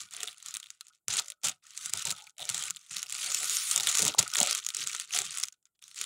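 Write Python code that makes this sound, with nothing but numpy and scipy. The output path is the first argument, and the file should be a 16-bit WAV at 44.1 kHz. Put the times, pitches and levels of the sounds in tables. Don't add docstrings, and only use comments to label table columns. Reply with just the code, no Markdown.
import sys
import numpy as np
from scipy import signal
from scipy.fft import rfft, irfft, next_fast_len
from scipy.io import wavfile
from scipy.ndimage import uniform_filter1d

SR = 44100
rng = np.random.default_rng(int(sys.argv[2]) if len(sys.argv) > 2 else 0)


def materialize(psi):
    bounded = np.clip(np.atleast_2d(psi).T, -1, 1)
    quanta = np.round(bounded * 32767).astype(np.int16)
    wavfile.write(sys.argv[1], SR, quanta)


def convert_level_to_amplitude(level_db):
    exponent = np.asarray(level_db, float) / 20
    return 10 ** exponent


N = 267025

# start in
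# seconds, length in seconds, crackle level at the start in dB, at the end in dB.
MOVES = [(0, 0.12, -36.5, -69), (0.124, 0.18, -40.5, -43), (0.355, 0.12, -59, -52.5),
         (0.46, 0.15, -40.5, -53), (0.557, 0.26, -51, -68), (0.79, 0.11, -64, -62.5),
         (0.923, 0.059, -63.5, -66), (1.098, 0.089, -32.5, -28.5), (1.216, 0.1, -47, -54),
         (1.409, .02, -69, -70), (1.451, 0.041, -27, -33.5), (1.629, 0.25, -56, -41.5),
         (1.928, 0.096, -39, -34), (2.056, 0.055, -35, -36), (2.142, 0.035, -57, -44.5),
         (2.164, 0.14, -55, -62.5), (2.39, 0.15, -46, -36), (2.552, 0.14, -32.5, -38.5),
         (2.737, 0.19, -55.5, -59.5), (2.91, 0.083, -38.5, -35.5), (2.985, 0.046, -41, -42.5),
         (3.084, .19, -44, -31.5), (3.265, 0.11, -36.5, -34), (3.368, 0.19, -37, -35),
               (3.533, 0.16, -32.5, -44.5), (3.606, 0.27, -40.5, -39.5), (3.724, 0.06, -32, -36),
               (3.804, 0.2, -35, -24.5), (3.989, 0.11, -30.5, -29.5), (4.1, 0.09, -47.5, -49),
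               (4.191, 0.11, -24, -44.5), (4.244, 0.22, -41, -35.5), (4.376, 0.21, -28.5, -32.5),
               (4.589, 0.12, -47.5, -40.5), (4.738, 0.084, -41.5, -30), (4.865, 0.087, -35.5, -37),
               (4.952, 0.069, -34, -36), (5.063, 0.11, -54, -26), (5.13, 0.14, -28, -36),
               (5.241, 0.2, -37, -37), (5.518, 0.025, -71, -62.5), (5.655, .012, -68, -64),
               (5.751, 0.017, -66, -71), (5.82, 0.18, -58.5, -58), (5.961, 0.078, -43.5, -37)]
RISE_DB_PER_S, FALL_DB_PER_S, STILL_DB = 1503, 423, -75
TAIL_DB, TAIL_DB_PER_S = -17, 330
GATE_DB, GATE_STEEPENS = -63, 2.5

# time in seconds, rub over the grains in dB.
GLIDE = [(1.75, -6.5), (1.81, 2.5), (1.93, -6), (3.1, -5), (3.3, -2), (3.45, 5), (3.7, 13), (3.8, -1.5),
         (4.2, -8.5), (5.8, -5.5), (5.86, 3), (5.97, -5)]
MOTTLE_DB = 4.5
# frequency in Hz, level in dB per Hz.
FILM = [(590, -16), (1000, -11), (1330, -3), (1700, -6), (3630, -0.5), (4930, -4), (7010, 0.5), (10200, -8),
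        (12900, -24.5), (13800, -19.5), (15000, -33.5), (15600, -18.5), (16100, -41.5)]

# time in seconds, rms level of the snap's opening in dB, crease
# pitch in Hz, length in ms.
GRIP_SNAPS = [(.0152, -38.5, 7420, 1.1), (.0351, -44.5, 4170, 0.25), (.1368, -34.5, 8700, 0.87),
              (.2045, -34.5, 3590, 2.5), (.2314, -28, 7450, 2.8), (.2754, -30, 3690, 0.66),
              (.2836, -33.5, 3520, 1.7), (.3814, -47, 10100, 1.7), (.4018, -48.5, 3890, 0.61),
              (.4265, -40.5, 8200, 1.5), (.4617, -29.5, 8170, 0.079), (.5093, -35, 7300, 0.27),
              (.541, -29.5, 8100, 1), (.5503, -32.5, 8900, 1.7), (.5691, -25.5, 9700, 0.25),
              (.6, -39, 7220, 2.1), (.6292, -40, 3420, 1.4), (.6695, -43, 3900, 0.15),
              (.7036, -35, 7000, 1.04), (.8097, -34, 4120, 0.51), (.8689, -45, 7200, 0.27),
              (.9351, -59.5, 3720, 0.4), (1.0828, -20.5, 6950, 0.38), (1.187, -28.5, 6540, 1),
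              (1.1805, -29.5, 6370, 0.52), (1.1972, -20.5, 7520, 0.4), (1.2597, -45.5, 6180, 1.2),
              (1.2825, -37, 7230, 2.6), (1.3022, -30.5, 7510, 0.73), (1.3206, -35.5, 3690, 0.18)]
# time in seconds, rms level of the snap's opening in dB, crease pitch in Hz, length
# in ms.
SNIP_SNAPS = [(1.435, -34, 5470, 1.1), (1.442, -27, 7410, 14), (1.4849, -22.5, 7940, 0.56),
              (1.494, -29, 7000, 4), (1.6679, -46, 6910, 0.41), (1.7761, -28.5, 7550, 0.85),
              (1.8538, -38, 7130, 1.3), (1.859, -27.5, 8720, 2.1), (1.8947, -37, 9330, 6.8),
              (1.9366, -16, 8120, 0.12), (1.973, -31.5, 10210, 3.5), (2.023, -30, 8660, 1.3),
              (2.0534, -22, 7830, 0.65), (2.0857, -31, 7670, 0.34), (2.0948, -30, 3950, 0.85),
              (2.1065, -21.5, 4660, 0.3), (2.1125, -26, 7630, 1.7), (2.1227, -33, 7050, 2.4),
              (2.1642, -43.5, 3980, 0.78), (2.2409, -47.5, 7100, 1.1), (2.2695, -45.5, 4400, 0.9),
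              (2.2736, -45.5, 2347, 1.3), (2.2958, -50.5, 6700, 1.9)]
# time in seconds, rms level of the snap's opening in dB, crease pitch in Hz,
# length in ms.
TAUT_SNAPS = [(2.454, -30.5, 7100, 0.23), (2.4921, -21, 10500, 0.5), (2.499, -24.5, 7360, 2.2),
              (2.5448, -27, 7110, 3.5), (2.6244, -28.5, 7760, 1.1), (2.6378, -28.5, 7140, 1.5),
              (2.7072, -21, 7230, 0.21), (2.7688, -36, 3790, 0.6), (2.8133, -52.5, 6550, 1.3),
              (2.968, -24.5, 4410, 0.29), (3.0294, -23.5, 6870, 0.37), (3.097, -34, 8660, 1.4),
              (3.105, -35.5, 6650, 0.89), (3.1243, -28, 8790, 2.2), (3.145, -32, 7790, 1.2),
              (3.1824, -33, 8100, 0.47), (3.3458, -20, 7000, 1.9), (3.497, -18.5, 7130, 0.049),
              (3.712, -22.5, 8300, 5.5), (3.7613, -13.5, 7750, 0.49), (3.7775, -18.5, 7530, 0.66),
              (3.8, -21, 3900, 0.44), (3.8075, -24, 5470, 0.8), (3.8335, -22, 6820, 0.49),
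              (3.8713, -19, 3450, 2.6), (3.888, -24.5, 7320, 9.4)]
# time in seconds, rms level of the snap's opening in dB, crease pitch in Hz,
# length in ms.
SLIDE_SNAPS = [(3.915, -23, 7320, 0.34), (3.9727, -17, 7220, 0.45), (3.9851, -19.5, 7070, 1.4),
               (3.993, -16.5, 6900, 0.52), (4.0208, -17, 7210, 0.62), (4.0519, -17.5, 8080, 0.35),
               (4.08, -16.5, 7520, 0.81), (4.1399, -34, 3710, 1.6), (4.1494, -36, 1122, 0.48),
               (4.184, -23.5, 4900, 12), (4.189, -16, 7360, 7.9), (4.2276, -23.5, 7110, 0.63),
               (4.2786, -28, 8050, 0.49), (4.3368, -24.5, 5380, 1.6), (4.3561, -23.5, 3763, 1.8),
               (4.3685, -21.5, 6580, 1.2), (4.387, -20.5, 6660, 0.92), (4.4023, -14.5, 7690, 1.2),
               (4.4133, -21.5, 3830, 2.5), (4.4306, -14, 7430, 0.63), (4.473, -21, 7000, 0.32),
               (4.5106, -18.5, 5340, 0.62), (4.5273, -24.5, 5220, 2.2), (4.55, -20.5, 7620, 0.68),
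               (4.578, -29.5, 7340, 1.8)]
# time in seconds, rms level of the snap's opening in dB, crease pitch in Hz, length
# in ms.
OPEN_SNAPS = [(4.6402, -38, 7440, 0.47), (4.6649, -23.5, 6980, 2.2), (4.6884, -25.5, 6870, 0.67),
              (4.704, -28, 4000, 0.18), (4.7476, -27, 6770, 2.4), (4.7679, -26, 7840, 2.1),
              (4.8279, -33, 5320, 2.1), (4.8725, -23.5, 7600, 1.2), (4.9336, -32.5, 5690, .49),
              (4.9489, -30, 7880, 2.2), (4.999, -25, 9030, 0.64), (5.108, -36, 2465, .67),
              (5.145, -28.5, 5980, 9.3), (5.1752, -22.5, 4000, 0.4), (5.1887, -17, 7760, 0.57),
              (5.2183, -22.5, 7390, 0.25), (5.2537, -31.5, 7280, 0.5), (5.3739, -25, 9950, 0.32),
              (5.4, -28, 8480, 0.64), (5.4355, -22, 5410, 2.5), (5.4847, -32, 6400, 0.29),
              (5.5244, -50, 7180, 4), (5.6545, -54.5, 6800, 2), (5.792, -63.5, 8970, .64),
              (5.8255, -44.5, 3660, 0.62), (5.88, -45.5, 9720, 1.5), (5.9605, -42, 7340, 2.2),
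              (5.9897, -32.5, 8300, 0.74), (6.0131, -25, 8460, 1.5), (6.041, -32, 3790, 0.77)]
# time in seconds,
# rms level of the tick's opening in dB, crease pitch in Hz.
TICKS = [(0.06, -57.5, 6860), (0.088, -54.5, 3750), (0.1098, -44.5, 8000), (0.148, -38.5, 4000),
         (0.166, -33, 9800), (0.215, -40, 3000), (0.241, -36.5, 3400), (0.2569, -48.5, 3530),
         (0.272, -41, 7530), (0.2914, -40, 4090), (0.3102, -52.5, 7410), (0.3294, -46, 3450),
         (0.3446, -51, 3040), (0.374, -51, 6780), (0.485, -33, 6880), (0.5586, -34.5, 3330),
         (0.641, -44.5, 3846), (0.66, -45.5, 3690), (0.6867, -57.5, 3380), (0.8833, -48.5, 9680),
         (0.9496, -60, 8600), (1.1308, -29.5, 7800), (1.137, -33, 7030), (1.1696, -22.5, 8130),
         (1.2448, -45.5, 5800), (1.4162, -63.5, 7030), (1.4717, -32.5, 7780), (1.7067, -44, 6600),
         (1.7354, -50.5, 4480), (1.7681, -40, 8890), (1.8464, -38, 7520), (2.071, -26.5, 8550),
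         (2.152, -48, 3850), (2.2226, -45, 7050), (2.3674, -62.5, 4000), (2.442, -38.5, 3800),
         (2.4736, -43, 3790), (2.5134, -35.5, 6860), (2.5791, -27, 7500), (2.5934, -30.5, 7090),
         (2.6547, -33.5, 7280), (2.701, -29.5, 7700), (2.7484, -45.5, 4200), (2.7616, -37, 7310),
         (2.8639, -51.5, 3480), (2.896, -44.5, 6290), (2.9302, -35.5, 7070), (2.9626, -40.5, 3405),
         (2.983, -32.5, 5970), (3.0199, -35.5, 5900), (3.0615, -43.5, 2690), (3.0665, -40.5, 5300),
         (3.0901, -44, 6800), (3.1509, -30.5, 4310), (3.1895, -35, 2900),
         (3.2437, -29, 8600), (3.2619, -29, 7000), (3.3031, -28.5, 5190), (3.3183, -27.5, 7630),
              (3.3225, -29, 7500), (3.4318, -30, 2090), (3.4438, -25.5, 8300), (3.569, -20.5, 7200),
              (3.5755, -31.5, 6600), (3.7511, -36, 6200), (3.884, -24.5, 3600), (3.9524, -20, 6630),
              (4.0047, -24, 7400), (4.0262, -18.5, 7000), (3.4835, -33, 4700), (4.0651, -22.5, 8400),
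              (4.0701, -31.5, 3470), (4.1098, -41.5, 6300), (4.1275, -45, 3600), (4.3018, -35, 6580),
              (4.3155, -36, 7100), (4.3497, -23.5, 8100), (4.3834, -22.5, 7900), (4.4622, -27.5, 7400),
              (4.4931, -32.5, 7000), (4.5999, -41, 7240), (4.6301, -42, 3600), (4.6485, -33.5, 6600),
              (4.7895, -33, 6320), (4.7974, -34.5, 7100), (4.8057, -33.5, 7500), (4.8119, -36, 7700),
              (4.8386, -30, 6500), (4.8887, -37, 7200), (4.9154, -35, 8700), (5.0112, -36, 6660),
              (5.204, -33, 3600), (5.2504, -38.5, 7510), (5.2651, -34, 8250), (5.3499, -35, 7100),
              (5.3711, -37, 7100), (5.3844, -27.5, 8520), (5.4303, -27.5, 7300), (5.4545, -37, 7180),
              (5.4767, -43, 7000), (5.6273, -70.5, 7560), (2.683, -35.5, 2300), (5.8396, -43, 5700),
              (5.9137, -46, 4300), (5.9451, -44, 10200), (5.9745, -40, 6090), (6.0179, -35.5, 7650)]
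TICK_MS = 0.99

# frequency in Hz, time to fall 60 dB in
# seconds.
RIDGE = [(1290, 0.046), (1450, 0.053)]
# time in seconds, level in dB.
RIDGE_LEVEL = [(0.9, -70), (1.7, -68), (4.3, -69), (5.2, -76)]

POCKET_HZ = [307, 430, 602.5, 737, 806, 925]
# start in seconds, length in seconds, level in dB, pocket pitch in Hz.
SQUEEZES = [(0, 0.028, -67, 890), (0.133, 0.11, -57, 730), (1.097, 0.11, -46.5, 810),
            (1.24, 0.034, -70, 637), (1.44, 0.047, -45, 700), (1.942, 0.02, -48.5, 740),
            (2.054, 0.048, -45, 730), (2.154, 0.082, -73, 830), (2.399, 0.086, -49, 740),
            (2.511, 0.15, -55, 765), (2.956, 0.1, -64, 800), (3.25, 0.046, -50, 700),
            (3.412, 0.02, -49.5, 680), (3.747, 0.31, -46.5, 930), (3.996, 0.11, -38.5, 470),
            (4.175, 0.061, -40, 760), (4.379, 0.068, -41.5, 670), (4.454, 0.05, -45, 540),
            (4.781, 0.083, -53.5, 383), (5.146, 0.075, -45.5, 800), (5.306, 0.11, -62, 630),
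            (5.992, 0.028, -59, 417)]
POCKET_REST_DB, POCKET_FADE_DB_PER_S = -27, 397.5
PRESS_DB_PER_S = 2500
NARROW_DB_PER_OCTAVE, HARD_DB, BLURS_PER_DB = 11.5, -47.5, 1

# start in seconds, length in seconds, level in dB.
LEANS = [(0, 0.045, -66), (1.08, 0.058, -54.5), (1.462, 0.018, -53.5), (1.86, 0.031, -63),
         (1.944, 0.014, -51), (2.046, 0.073, -54.5), (2.42, 0.018, -66), (2.506, 0.084, -58.5),
         (2.624, 0.11, -69), (2.912, 0.067, -62), (3.4, 0.024, -66), (3.756, 0.13, -62.5),
         (3.988, 0.027, -62), (4.197, 0.022, -46), (4.382, 0.017, -55), (4.804, 0.068, -62),
         (5.206, 0.082, -60)]
# frequency in Hz, level in dB per Hz.
TABLE = [(24, -66), (40, -42), (79, 6.5), (184, 10.5), (243, -7.5), (300, -8.5), (420, -8.5), (660, -120)]
TABLE_REST_DB, TABLE_REST_LAGS, TABLE_FADE_DB_PER_S = -39, 0.32, 314

# frequency in Hz, level in dB per Hz.
HISS = [(15, -31.5), (25, 1), (800, -19), (1650, -38), (6000, -36), (7000, -16), (16000, -22)]
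HISS_DB = -90

# start in seconds, length in
# seconds, level in dB, pitch in Hz.
HUMS = [(0.18, 0.078, -63, 435), (0.182, .11, -64, 718), (1.147, 0.016, -63, 433), (1.24, 0.085, -73, 607),
        (2.16, 0.1, -66.5, 844), (2.418, .06, -74, 430), (3.214, 0.05, -62, 626), (3.216, 0.36, -75, 430),
        (4.005, 0.095, -49, 350), (4.008, 0.048, -45, 205), (4.468, 0.14, -76, 423),
        (4.78, 0.058, -79, 430), (5.137, 0.1, -67.5, 423), (2.401, 0.033, -56, 640),
        (5.506, 0.047, -88, 1460), (5.655, 0.023, -87.5, 1382), (5.66, 0.03, -96, 2000),
        (5.752, .008, -93, 3350), (1.34, 0.098, -87, 1320), (5.835, .015, -75, 1460)]

# time in seconds, peak level in dB, pitch in Hz.
KNOCKS = [
    (1.0817, -43, 485),
    (4.07, -25, 1090),
    (4.147, -25, 800),
    (4.191, -25.5, 814),
    (4.355, -16.5, 1580),
    (4.411, -25.5, 610),
    (2.703, -37, 1150),
    (4.413, -32, 178),
    (4.948, -26, 1450),
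    (5.434, -35.5, 1400),
]
KNOCK_CYCLES = 2.8

SHIVER_S, SHIVER_GAP_S, SHIVER_HZ, SHIVER_DB = 2.178, .0056, 3400, -47
CREAK_S, CREAK_GAP_S, CREAK_QUICKENS, CREAK_HZ, CREAK_DB = 2.3825, .0118, .82, 3750, -39


def rms_one(x):
    return x / np.sqrt(np.mean(x ** 2) + 1e-20)


def in_time(rows):
    s, *columns = np.transpose(rows)
    return [np.interp(np.arange(N) / SR, s, c) for c in columns]


def colour(x, spectrum):
    size = next_fast_len(x.shape[-1] + 4096) // 2 * 2
    hz, db = np.transpose(spectrum)
    grid = np.maximum(np.arange(size // 2 + 1) * SR / size, 1)
    log_gain = np.interp(np.log(grid), np.log(hz), db) * np.log(10) / 20
    cepstrum = irfft(log_gain, size)
    cepstrum[1:size // 2] *= 2
    cepstrum[size // 2 + 1:] = 0
    return irfft(rfft(x, size) * np.exp(rfft(cepstrum)), size)[..., :x.shape[-1]]


def ring(clicks, hz, t60):
    r = convert_level_to_amplitude(-60 / (t60 * SR))
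    w = 2 * np.pi * hz / SR
    return signal.lfilter([0, np.sin(w)], [1, -2 * r * np.cos(w), r * r], clicks + 1e-18)


def drift(rate):
    r = np.exp(-2 * np.pi * rate / SR)
    noise = rng.standard_normal(N + SR)
    return rms_one(signal.lfilter([1], [1, -2 * r, r * r], noise)[SR:])


def ramps(start, length, first_db, last_db, rise, fall):
    t = np.arange(0, N + 32, 32)[None] / SR - start[:, None]
    length = length[:, None]
    held_db = first_db[:, None] + np.clip(t / length, 0, 1) * (last_db - first_db)[:, None]
    return held_db + rise * np.minimum(t, 0) - fall * np.maximum(t - length, 0)


def full(coarse):
    return np.interp(np.arange(N) / 32, np.arange(len(coarse)), coarse)


def work():
    moves = ramps(*np.transpose(MOVES), RISE_DB_PER_S, FALL_DB_PER_S)
    db = np.maximum(moves.max(axis=0), STILL_DB)
    gated = full(db - GATE_STEEPENS * np.maximum(GATE_DB - db, 0))
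    slope = TAIL_DB_PER_S * np.arange(N) / SR
    tail = np.maximum.accumulate(gated + slope) - slope + TAIL_DB
    return np.maximum(gated, tail)


def grains(per_s, spread_db, clump_db, clump_rate):
    sizes = convert_level_to_amplitude(spread_db * np.minimum(rng.exponential(1, N), 2.5)) * rng.choice([-1, 1], N)
    chance = per_s * convert_level_to_amplitude(clump_db * drift(clump_rate)) / SR
    return sizes * (rng.random(N) < chance)


def crackle(level_db, rub_db):
    clicks = rms_one(grains(1600, spread_db=5.5, clump_db=7.0, clump_rate=90))
    dealt = rng.integers(0, 24, N)
    rub = convert_level_to_amplitude(rub_db + 1.9 * drift(110)) * rng.standard_normal((2, N)) / 5
    mix = np.zeros(N)
    for k, hz in enumerate(np.geomspace(1200, 15000, 24)):
        tilt = convert_level_to_amplitude(0.5 * rub_db * np.log2(hz / 4000)) * hz ** 1.546
        grain_patch = convert_level_to_amplitude(3.13 * drift(7.9)) * ring(clicks * (dealt == k), hz, 11.7 / hz)
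        rub_patch = convert_level_to_amplitude(MOTTLE_DB * drift(12.0) - 4.0) * ring(rub[k % 2], hz, 51.0 / hz)
        mix += tilt * (grain_patch + rub_patch)
    evened = mix / np.sqrt(1 + convert_level_to_amplitude(2 * rub_db))
    return convert_level_to_amplitude(level_db - 2.5) * rms_one(colour(evened, FILM))


def snaps(table):
    out = np.zeros(N + 4096)
    ms = np.arange(4096) / SR * 1000
    slips = rng.standard_normal((len(table), len(ms)))
    for (s, level_db, hz, length_ms), slip in zip(table, slips):
        swell = 0.093 + 0.021 * length_ms
        burst = np.sin(np.pi * np.clip(ms / (2.0 * length_ms), 0, 1) ** swell)
        rattle, echoes = convert_level_to_amplitude(-10 - 3.2 * ms), convert_level_to_amplitude(-28.0 - 0.93 * ms)
        push = slip * (burst + (rattle + echoes) * np.clip(ms / length_ms, 0, 1))
        push[int(length_ms * 9)] += 1.94 / length_ms
        edge = convert_level_to_amplitude(7.5 + 0.089 * (level_db + 35.0)) * np.diff(push, 2, prepend=[0, 0])
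        thin = signal.lfilter([1, -1], [1, -np.exp(-2 * np.pi * 0.38 * hz / SR)], push)
        song = hz / 4000 * ring(push, hz, 11.76 / hz)
        sung = colour(thin + edge + song, FILM)
        early = ms < length_ms + .7
        at = max(round((s - .0004) * SR), 0)
        out[at:at + len(ms)] += convert_level_to_amplitude(level_db) * sung / np.sqrt(np.mean(sung[early] ** 2))
    return out[:N]


def ridge(film, work_db):
    lingering = signal.lfilter([.0015], [1, -.9985], convert_level_to_amplitude(0.9 * work_db - 6.0))
    shake = film + convert_level_to_amplitude(-9.0 + 9.8 * drift(29)) * lingering * rng.standard_normal(N)
    rung = sum(ring(ring(shake, hz, t60), hz, 0.0086) for hz, t60 in RIDGE)
    return rung * convert_level_to_amplitude(in_time(RIDGE_LEVEL)[0])


def pushes(film, work_db):
    jolts = np.minimum(np.abs(film) / convert_level_to_amplitude(work_db) + .5, 5.0)
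    return rms_one(jolts * rng.standard_normal(N))


def squeeze(work_db):
    start, length, db, hz = np.transpose(SQUEEZES)
    rows = ramps(start, length, db, db, PRESS_DB_PER_S, POCKET_FADE_DB_PER_S)
    level_db = np.maximum(full(rows.max(axis=0)), work_db + POCKET_REST_DB)
    pitch_hz = full(uniform_filter1d(hz[rows.argmax(axis=0)], size=15))
    return level_db, pitch_hz


def air_pocket(shoves, level_db, pitch_hz):
    narrow = NARROW_DB_PER_OCTAVE - BLURS_PER_DB * (level_db - HARD_DB)
    narrow = np.clip(narrow, 3, NARROW_DB_PER_OCTAVE)
    modes = np.zeros(N)
    for hz in POCKET_HZ:
        mode_db = -narrow * np.abs(np.log2(hz / pitch_hz)) + 3 * drift(6)
        modes += convert_level_to_amplitude(mode_db) * rms_one(ring(ring(shoves, hz, .012), hz, .03))
    return convert_level_to_amplitude(level_db - 9.0) * modes


def lean(work_db):
    start, length, db = np.transpose(LEANS)
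    rest_db = work_db + TABLE_REST_DB - TABLE_REST_LAGS * (np.maximum(work_db, -60) + 33.0)
    rows = ramps(start, length, db, db, PRESS_DB_PER_S, TABLE_FADE_DB_PER_S)
    return np.maximum(full(rows.max(axis=0)), rest_db)


def table_thud(shoves, level_db):
    return convert_level_to_amplitude(level_db) * rms_one(colour(shoves, TABLE))


def microphone_hiss():
    return convert_level_to_amplitude(HISS_DB) * rms_one(colour(rng.standard_normal(N), HISS))


def hums(shoves):
    start, length, db, hz = np.transpose(HUMS)
    rows = ramps(start, length, db, db, 1200.0, POCKET_FADE_DB_PER_S)
    out = np.zeros(N)
    for row, f in zip(rows, hz):
        fold = rms_one(ring(ring(shoves, f, .018), f, .035))
        out += convert_level_to_amplitude(full(row) + 2.1 * drift(18)) * fold
    return out


def knocks():
    out = np.zeros(N)
    for s, level_db, hz in KNOCKS:
        blow = np.zeros(2048)
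        blow[0] = 1
        blow[int(.45 * SR / hz)] -= .9
        rung = ring(np.diff(blow, prepend=0), hz, KNOCK_CYCLES / hz)
        rung = ring(rung, hz * 1.28, 3.0 / hz)
        at = int(s * SR)
        out[at:at + len(blow)] += convert_level_to_amplitude(level_db) * rung / np.abs(rung).max()
    return out


def shiver(count):
    return [(SHIVER_S + SHIVER_GAP_S * k, SHIVER_DB, SHIVER_HZ, .7) for k in range(count)]


def creak(count):
    gaps = CREAK_GAP_S * CREAK_QUICKENS ** np.arange(count - 1)
    times = CREAK_S + np.cumsum(np.r_[0, gaps])
    return [(at, CREAK_DB + 0.95 * k, CREAK_HZ, .8) for k, at in enumerate(times)]


def scene():
    work_db = work()
    rub_db = in_time(GLIDE)[0]
    film = crackle(work_db, rub_db)
    for rows in (GRIP_SNAPS, SNIP_SNAPS, TAUT_SNAPS, SLIDE_SNAPS, OPEN_SNAPS):
        film += snaps(rows)
    film += snaps([(*row, TICK_MS) for row in TICKS])
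    film += snaps(shiver(count=7) + creak(count=7))
    film = signal.sosfilt(signal.butter(7, 1080, "high", fs=SR, output="sos"), film)
    shoves = pushes(film, work_db)
    pocket_db, pocket_hz = squeeze(work_db)
    lows = air_pocket(shoves, pocket_db, pocket_hz) + table_thud(shoves, lean(work_db))
    lows += hums(shoves) + knocks()
    return (film + ridge(film, work_db) + lows + microphone_hiss())[None]


def low_pass(x):
    return signal.sosfilt(signal.butter(12, 16800, fs=SR, output="sos"), x)


def record(dry):
    dipped = .45 * dry + .55 * signal.lfilter(*signal.iirnotch(1660, 7.0, SR), dry)
    bass_cut = signal.butter(2, 70, "high", fs=SR, output="sos")
    top_cut = signal.cheby2(8, 40, 16900, fs=SR, output="sos")
    mix = signal.sosfilt(np.vstack([bass_cut, top_cut]), dipped)
    return low_pass(mix)


dry = scene()
out = record(dry)
materialize(out)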